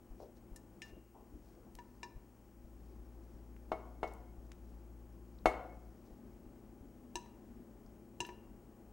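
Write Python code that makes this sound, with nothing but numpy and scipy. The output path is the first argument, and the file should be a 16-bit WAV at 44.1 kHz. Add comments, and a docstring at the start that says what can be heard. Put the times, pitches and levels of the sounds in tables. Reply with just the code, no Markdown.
"""A glass mixing bowl, close to the microphone, is emptied with a spatula over a stoneware crock.
The blade clinks on the hand-damped glass and smears the soft mixture. The bowl knocks three times
on the crock, which throws more of its sound into the kitchen. Underneath lie dull handling thumps,
rustling sleeves, ventilation rumble and mains hum, all a little left of centre.
A thin electronic whistle sits in the middle."""
import sys
import numpy as np
from scipy import signal
from scipy.fft import rfft, irfft
from scipy.io import wavfile
from scipy.ndimage import uniform_filter1d

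SR = 44100
rng = np.random.default_rng(int(sys.argv[2]) if len(sys.argv) > 2 else 0)


def store_wav(level_fs):
    """Save 16-bit WAV to argv[1]."""
    pcm = np.round(np.clip(np.atleast_2d(level_fs), -1, 1) * 32767)
    wavfile.write(sys.argv[1], SR, pcm.T.astype(np.int16))


N = 393627
TIME = np.arange(N) / SR
AGE = TIME[:SR]  # seconds since a blow
FULL_UNTIL_S = 6  # the mixture has slid out by then

# glass bowl, damped by hand and filling: pitch_hz, gain_db, t60_s
GLASS_MODES = [(356, -4.5, .2), (958, -2.5, .14), (660, -16, .035), (1760, -6, .09), (2400, -8, .025),
               (2790, 3, .035), (3530, -14, .07), (3942, -4, .05), (4572, -17, .07), (5205, -10, .06),
               (5585, -14, .07), (5750, -3.5, .032), (6292, -6.5, .09), (6490, -9, .045), (6635, -18, .08),
               (6850, -16, .05), (7430, -7, .02), (7960, -6, .028), (8660, -7, .024), (9150, -13, .016),
               (9540, -18, .03)]
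# how the mixture's weight and the grip shift the balance of those modes: frequency_hz, gain_db
FULL_BOWL_EQ = [(356, -8), (958, 0), (2430, 9.5), (2790, 5.5), (3938, 1.5), (4572, 9), (5225, 11.5),
                (5700, 6.5), (6300, -18), (6640, 15.5), (7000, 2)]
# spatula on glass: start_s, level_db, low_modes_db, tilt_db_per_octave, ring_factor,
# spot_hz, spot_db (the modes that the struck spot favours or mutes), rim_after_ring_db
SPATULA_CLINKS = [(0.5605, -58, 3, 8.5, 1.5, 1780, 12, -12), (0.819, -47, -13, -1.5, 2.2, 1780, 9.5, -5),
                  (1.7876, -49, 10, -20, 1.2, 2590, -23, -36),
                  (2.0308, -42.5, 5, -8, 1.27, 2970, -13.5, -34),
                  (7.1556, -36, 4.5, 1.5, 0.8, 5640, 3, -38), (7.1732, -57, -10, -11, 0.54, 3000, 10, -32),
                  (7.2596, -56, 8, -23, 0.24, 2700, -10, -30), (8.204, -33.5, 4.5, 0, 1.13, 2850, 8, -24),
                  (8.2497, -47, -11, -13, 0.91, 2400, -7, -32), (8.2900, -46, 14, -24, 1.2, 1900, 10, -29)]
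# dry scuff of the blade on the glass: frequency_hz, gain_db
SCUFF_SPECTRUM = [(600, -16), (1350, 0.5), (2500, 4), (3400, -50), (4600, 0), (5800, 8), (9000, 0),
                  (15000, -38)]
# bowl against crock: start_s, level_db, tilt_db_per_octave, ring_factor, rim_clank_db, belly_boom_db
CROCK_KNOCKS = [(3.7175, -30, -6.5, 0.84, -3, 5), (4.0300, -31.5, -5, 1, 0, 8),
                (5.4570, -19, -3.5, 0.84, 0, -1)]
# bowl rim and crock ringing together: pitch_hz, gain_db, t60_s
KNOCK_MODES = [(337, -10.5, .12), (404, -10.5, .11), (452, -12, .11), (505, -9.5, .1), (572, -11, .07),
               (640, -2.5, .085), (721, -4.5, .08), (787, -11, .08), (840, -11, .1), (937, -20, .12),
               (1040, -12, .06), (1115, -8, .065), (1250, -9, .065), (1367, -11, .07), (1770, -17, .06),
               (1997, -18, .13), (2189, -11.5, .17), (2770, -12.5, .04), (3079, -19.5, .08),
               (3525, -20.5, .08), (3670, -19.5, .035), (4050, -20, .05), (4400, -22, .06),
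               (5250, -17.5, .03), (6580, -24, .08)]
# broad first push of a knock: pitch_hz, gain_db, t60_s
PUSH_MODES = [(680, 12, .011), (520, 6, .012), (1150, 5, .01), (230, -22, .04)]
# dry crack of the contact: frequency_hz, gain_db
CRACK_SPECTRUM = [(120, -7), (330, -6), (700, 8), (1280, 1), (1500, -17), (2500, -10), (3400, -18),
                  (6000, -15.5), (9500, -16.5), (14000, -25)]
# clear ticks of spatula, rim and sticky mixture: start_s, level_db, centre_hz, width_octaves, t60_s
SPATULA_TICKS = [(.5607, -54, 7300, 0.49, 0.024), (.8187, -63, 7000, 0.57, 0.011),
                 (.819, -49.5, 2650, 0.33, 0.019), (1.7518, -57, 5550, 0.9, 0.012),
                 (3.5649, -68, 2000, 0.35, 0.0083), (4.1225, -73, 4500, 1.3, .006),
                 (4.1366, -62, 8500, 0.41, 0.0073), (4.5172, -58, 1700, 0.67, 0.014),
                 (4.5175, -62.5, 5600, .45, .016), (5.3873, -68.5, 4430, 0.18, 0.016),
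                 (7.1558, -59, 8500, 1.2, .009), (7.156, -52, 3750, 0.13, 0.027),
                 (7.862, -75, 5300, 0.23, .03), (8.2036, -58, 7500, 1.1, 0.0088),
                 (8.29, -59, 1880, 0.69, 0.024), (8.2642, -60.5, 8000, .9, 0.044)]
# dull bumps and soft flops of the mixture: start_s, level_db, centre_hz, width_octaves, t60_s
MIXTURE_FLOPS = [(.2005, -48.5, 560, 0.48, 0.062), (.215, -47.5, 415, 0.57, 0.23),
                 (.966, -50.5, 258, 0.69, 0.047), (1.143, -60.5, 770, 0.36, 0.57),
                 (4.114, -50, 715, 0.36, 0.036), (8.204, -50, 114, 0.15, 0.083)]
# firm strokes of the spatula: middle_s, half_length_s, level_db
SMEAR_STROKES = [(0.22, 0.036, -68.5), (0.371, 0.012, -68.5), (0.863, 0.012, -64), (0.897, 0.018, -67),
                 (1.506, .065, -78), (4.081, 0.0093, -60.5), (6.07, 0.014, -77)]
# mixture under the blade: frequency_hz, gain_db
SMEAR_SPECTRUM = [(1000, 5.5), (3000, -8.5), (5500, 1), (8500, -12), (14000, -11)]
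# runs of soft body thumps: start_s, end_s, period_s, level_db
BODY_THUMPS = [(.105, 2.3, .41, -44), (2.642, 8.93, .347, -51.5)]
# dull shuffle that goes with each thump: frequency_hz, gain_db
SHUFFLE_SPECTRUM = [(40, -15), (100, 2), (300, -21.5), (700, -19), (2500, -49)]
# sleeves and mixture shifting: middle_s, half_length_s, level_db, centre_hz, width_octaves
MOVEMENTS = [(0.922, 0.025, -59, 330, 0.52), (1.205, 0.07, -61.5, 330, 0.44),
             (1.356, 0.051, -59, 260, 0.41), (1.63, 0.073, -60.5, 296, 1), (1.851, .1, -66, 298, 0.33),
             (2.097, 0.049, -67, 298, 0.84), (6.119, 0.03, -62, 503, 0.41), (6.233, 0.055, -56, 230, 0.25),
             (6.844, 0.049, -57.5, 257, 0.2), (7.075, 0.045, -51, 246, 0.076), (7.6, 0.14, -56, 239, 0.11)]
# course of the ventilation rumble: time_s, level_db
VENT_LEVELS = [(0.0, -60.5), (.98, -59), (1.04, -64.5), (1.12, -66), (1.18, -63), (1.74, -60),
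               (2.36, -62.5), (3.01, -59), (8.93, -58)]
# air from the ventilation: frequency_hz, gain_db
VENT_SPECTRUM = [(15, -29), (30, -8), (45, 7), (80, -4.5), (118, -9), (148, -9), (185, -2), (260, -5.5),
                 (345, -2.5), (430, -11.5), (700, -15.5), (1200, -24.5), (2500, -40.5), (5000, -44),
                 (15000, -59)]
# fan tones at the mean ventilation level: pitch_hz, level_db, late_change_db
FAN_TONES = [(116.1, -66.5, -1.5), (213.8, -71.5, 7), (244.1, -66, -0.5), (337.6, -68.5, -3), (359, -72, 0),
             (420, -77.5, 5), (518, -77.5, -2), (574, -85, 6.5), (820, -78, -1)]
# mains fundamental and third harmonic: pitch_hz, gain_db
MAINS_TONES = [(59.8, -1), (179.4, -20.5)]
# steady hiss: frequency_hz, gain_db
HISS_SPECTRUM = [(1000, 8.5), (2800, -0.5), (3800, -9), (6000, -2.5), (9000, -3), (13500, -5.5),
                 (14400, -2.5), (14800, -28)]
# faint electronic whines: pitch_hz, level_db
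WHINE_TONES = [(3130, -94.5), (5390, -100), (6745, -93.5), (8092, -91.5), (9440, -101)]
# one reflection off the counter, one off the cupboards: delay_s, relative_gain
REFLECTIONS = [(.01235, .4), (.0311, .14)]
# decay of the kitchen: frequency_hz, t60_s
KITCHEN_DECAY = [(150, 0.72), (600, 0.76), (1500, 0.63), (3000, 0.46), (6000, 0.34), (12000, 0.27)]


def clinks(scuff_db=-10, scuff_t60=0.062, low_hz=1300, knee_hz=2800, rim_hz=2800, rim_t60=0.66):
    """Blade chatters on glass: the spot decides which modes ring most, the hardness how brightly."""
    out, hz = np.zeros(N), np.array(GLASS_MODES)[:, 0]
    for s, db, low_db, tilt_db, length, spot_hz, spot_db, after_db in SPATULA_CLINKS:
        spot = low_db * (hz < low_hz) + spot_db * hump(hz, spot_hz, octaves=0.12)
        load = at(FULL_BOWL_EQ, hz) * (s < FULL_UNTIL_S)
        colour_db = spot + load + tilt_db * octaves_above(hz, knee_hz)
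        pitch = 1.01 if s < 1 else 1  # held level at first, the bowl rings slightly higher
        glass = ring(GLASS_MODES, colour_db, length, rough=0.57, rate=173, pitch=pitch)
        rim = ring([(rim_hz, after_db, rim_t60)], rough=0.98, rate=140)
        scuff_colour = [(f, d + tilt_db * octaves_above(f, knee_hz) / 2) for f, d in SCUFF_SPECTRUM]
        scuff = amp(scuff_db) * noise(scuff_colour, SR) * fade(scuff_t60)
        add(out, s, blow(blow(glass + rim, 0) + scuff, db))
    return out


def knocks(crack_db=-10, crack_t60=0.092, rattle_db=-20, rattle_t60=0.36, knee_hz=1500,
           clank_hz=2120, belly_hz=450, contact_s=0.0007, rebound_s=0.0123, rebound_db=-15):
    """The heavy bowl meets the crock: modes swell together into a thud, with a crack and a rattle."""
    out, hz = np.zeros(N), np.array(KNOCK_MODES)[:, 0]
    radiation = signal.butter(2, 110, "highpass", fs=SR, output="sos")  # small bodies give little bass
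    push = (1 - np.exp(-AGE / contact_s)) ** 2
    for s, db, tilt_db, length, clank_db, belly_db in CROCK_KNOCKS:
        colour_db = tilt_db * octaves_above(hz, knee_hz)
        colour_db += clank_db * hump(hz, clank_hz, 0.29) + belly_db * hump(hz, belly_hz, 0.063)
        thud = ring(PUSH_MODES, sign=1) * push
        rebound = amp(rebound_db) * np.interp(AGE - rebound_s, AGE, thud, left=0)  # the bowl settles
        ringing = ring(KNOCK_MODES, colour_db, length, rough=0.25, sign=1) * push
        crack_colour = [(f, d + tilt_db * octaves_above(f, knee_hz)) for f, d in CRACK_SPECTRUM]
        crack = amp(crack_db) * fade(crack_t60)
        rattle = amp(rattle_db) * fade(rattle_t60 * length)  # dense, weak modes
        knock = blow(ringing + thud + rebound, 0) + noise(crack_colour, SR) * (crack + rattle)
        add(out, s, blow(signal.sosfilt(radiation, knock), db))
    return out


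def taps(rows):
    """Ticks and flops without a pitch: a band of noise rises within a cycle and dies away."""
    out = np.zeros(N)
    for s, db, hz, octaves, t60 in rows:
        envelope = blow(fade(t60) * (1 - np.exp(-AGE * hz)), db)
        burst = envelope * band(hz, octaves)
        add(out, s, even(burst, narrow_hz=hz * octaves / 10, wide_hz=hz * octaves))
    return out


def smears(scrape_db=-81.5, uneven_db=4, stroke_rate=9, grain_db=3, grain_rate=350):
    """The mixture sticks and lets go in tiny steps under the blade: firm strokes over light scraping."""
    firm = sum(amp(db) * bell(TIME - s, half) for s, half, db in SMEAR_STROKES)
    light = amp(scrape_db + uneven_db * walk(stroke_rate)) * bell(TIME - 4, half_width=4.5)
    grains = noise(SMEAR_SPECTRUM, N) * amp(grain_db * walk(grain_rate))
    return (firm + light) * unit(grains)


def thumps(hz=42, rise_s=0.0098, pitch_spread=0.14, scatter_db=2.5, shuffle_db=-13, jolt_db=-14.5):
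    """Paced body thumps, and each knock's jolt through the arms, swing for a couple of slow cycles."""
    jolts = [(s, db + jolt_db) for s, db, *_ in CROCK_KNOCKS]
    paced = [(s, db) for start, end, period, db in BODY_THUMPS for s in np.arange(start, end, period)]
    out, events = np.zeros(N), jolts + paced
    swell = AGE / rise_s * np.exp(1 - AGE / rise_s)
    for (s, db), (force, detune) in zip(events, rng.standard_normal((len(events), 2))):
        swing = np.sin(2 * np.pi * hz * (1 + pitch_spread * detune) * AGE)
        shuffle = amp(shuffle_db) * noise(SHUFFLE_SPECTRUM, SR)
        add(out, s, amp(db + scatter_db * force) * swell * (swing + shuffle))
    return out


def rustle(uneven_db=2, rate=40):
    """Sleeves and mixture shift as the bowl is tipped; each movement swells and dies away unevenly."""
    out = np.zeros(N)
    for s, half, db, hz, octaves in MOVEMENTS:
        add(out, s - 0.5, amp(db) * bell(AGE - 0.5, half) * band(hz, octaves))
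    return out * amp(uneven_db * walk(rate))


def ventilation(air_gain_db=1, flutter_db=0.6):
    """Room tone: fluttering air, and fan tones that follow its level and change balance late on."""
    vent_db = np.interp(TIME, *np.transpose(VENT_LEVELS))
    air = noise(VENT_SPECTRUM, N) * amp(vent_db + air_gain_db + flutter_db * walk(4.2))
    late = np.clip(10 * (TIME - FULL_UNTIL_S), 0, 1)
    fan = tones([(hz, db + change_db * late) for hz, db, change_db in FAN_TONES], wander=1, rate=11)
    return air + fan * amp(vent_db - np.mean(vent_db))


def mains_hum(base_db=-64, swell_db=11.5, swell_s=2.3, rise_s=0.56, drop_s=5.9, fall_s=0.052):
    """Mains hum swells once, holds and drops back, wavering by about a decibel."""
    rise = (TIME - swell_s) / rise_s
    fall = 1 - (TIME - drop_s) / fall_s
    level_db = base_db + swell_db * np.clip(np.minimum(rise, fall), 0, 1)
    return unit(tones(MAINS_TONES, wander=0.13, rate=3.2)) * amp(level_db + walk(38))


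def noise_floor(hiss_db=-73):
    """Steady hiss with faint electronic whines."""
    return amp(hiss_db) * noise(HISS_SPECTRUM, N) + tones(WHINE_TONES, wander=0.72, rate=11)


def whistle(hz=15734.3, db=-79):
    """A thin, steady electronic tone near the top of hearing."""
    return amp(db) * unit(np.sin(2 * np.pi * hz * TIME))


def kitchen(x, wet_db, echo_db, build_s=0.0096):
    """The microphone hears direct sound, near reflections, then a diffuse tail whose treble dies first."""
    hz, white = np.fft.rfftfreq(SR, 1 / SR), rfft(rng.standard_normal(SR))
    centres, t60s = np.transpose(KITCHEN_DECAY)
    bands = [irfft(white * at(np.c_[centres, share], hz), SR) for share in np.eye(len(centres))]
    tail = sum(part * fade(t60) for part, t60 in zip(bands, t60s))
    tail = even(tail * (1 - bell(AGE, build_s)), narrow_hz=25, wide_hz=400)
    response = amp(wet_db) * tail / np.sqrt(np.sum(tail ** 2))
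    for delay, gain in REFLECTIONS:
        response[int(delay * SR)] += gain * amp(echo_db)
    return x + signal.fftconvolve(x, response)[:N]


def ring(modes, colour_db=0, length=1, rough=0, rate=150, pitch=1, sign=-1):
    """Struck modes, neighbours opposed (sign -1) or in step; chatter shakes phases by `rough` radians."""
    out, gains = np.zeros(SR), amp(np.array(modes)[:, 1] + colour_db)
    for k, (hz, _, t60) in enumerate(modes):
        steps = rng.standard_normal(400)
        steps[0] = 0  # every mode starts from rest
        chatter = rough * np.interp(AGE * rate, np.arange(len(steps)), steps)
        out += sign ** k * gains[k] * fade(t60 * length) * np.sin(2 * np.pi * hz * pitch * AGE + chatter)
    return out


def tones(lines, wander, rate):
    """Sustained tones whose phases drift by about `wander` radians."""
    return sum(amp(db) * unit(np.sin(2 * np.pi * hz * TIME + wander * walk(rate))) for hz, db in lines)


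def noise(points, size):
    """Noise of rms 1 coloured by (Hz, dB) points."""
    gains = amp(at(points, np.fft.rfftfreq(size, 1 / SR)))
    return unit(irfft(rfft(rng.standard_normal(size)) * gains, size))


def band(hz, octaves):
    """One second of noise around a centre frequency."""
    return noise([(hz * 2 ** (k * octaves), -17 * (k / 2) ** 2) for k in range(-4, 5)], SR)


def even(x, narrow_hz, wide_hz):
    """Level out lone peaks and holes in the spectrum of a noisy decay, so that it has no pitch."""
    spectrum = rfft(x, 2 * SR)
    power = lambda width_hz: np.abs(uniform_filter1d(np.abs(spectrum) ** 2, int(2 * width_hz))) + 1e-12
    return irfft(spectrum * np.sqrt(power(wide_hz) / power(narrow_hz)))[:SR]


def walk(rate):
    """Random drift with a spread near 1, taking `rate` steps a second."""
    steps = rng.standard_normal(N // 10)
    return np.interp(TIME * rate, np.arange(len(steps)), steps)


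def at(points, hz):
    """Read (Hz, value) points on a log-frequency axis."""
    f, value = np.transpose(points)
    return np.interp(np.log(np.maximum(hz, 1)), np.log(f), value)


def octaves_above(hz, knee_hz):
    """Octaves above the knee, 0 below it."""
    return np.log2(np.maximum(hz / knee_hz, 1))


def bell(offset, half_width):
    """Bell curve, 1 at zero offset and 1/e at the half width."""
    return np.exp(-(offset / half_width) ** 2)


def hump(hz, centre_hz, octaves):
    """Bell curve on a log-frequency axis."""
    return bell(np.log2(hz / centre_hz), octaves)


def fade(t60):
    """Exponential decay, 60 dB down after t60 seconds."""
    return np.exp(-np.log(1000) * AGE / max(t60, 1e-3))


def blow(x, db):
    """Set the rms level of a blow's first hundredth of a second."""
    return x * amp(db) / np.sqrt(np.mean(x[:SR // 100] ** 2))


def amp(db):
    """Decibels to gain."""
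    return 10 ** (np.asarray(db) / 20)


def unit(x):
    """Scale to rms 1."""
    return x / np.std(x)


def add(track, s, x):
    """Mix a sound into a track at s seconds."""
    i = max(int(s * SR), 0)
    track[i:i + len(x)] += x[:N - i]


def scene(left_db=-0.65, right_db=-4.5):
    """Bowl close to the microphone, more room on the crock; all but the whistle a little to the left."""
    bowl = kitchen(clinks() + taps(SPATULA_TICKS) + smears(), wet_db=-15.5, echo_db=-7.5)
    crock = kitchen(knocks(), wet_db=-13.5, echo_db=-16.5)
    handling = taps(MIXTURE_FLOPS) + thumps() + rustle()
    background = ventilation() + mains_hum() + noise_floor()
    return amp([[left_db], [right_db]]) * (bowl + crock + handling + background) + whistle()


def record(dry):
    """The recorder cuts the very top, above 16.1 kHz."""
    return signal.sosfilt(signal.ellip(10, 0.1, 80, 16100, fs=SR, output="sos"), dry)


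dry = scene()
out = record(dry)
store_wav(out)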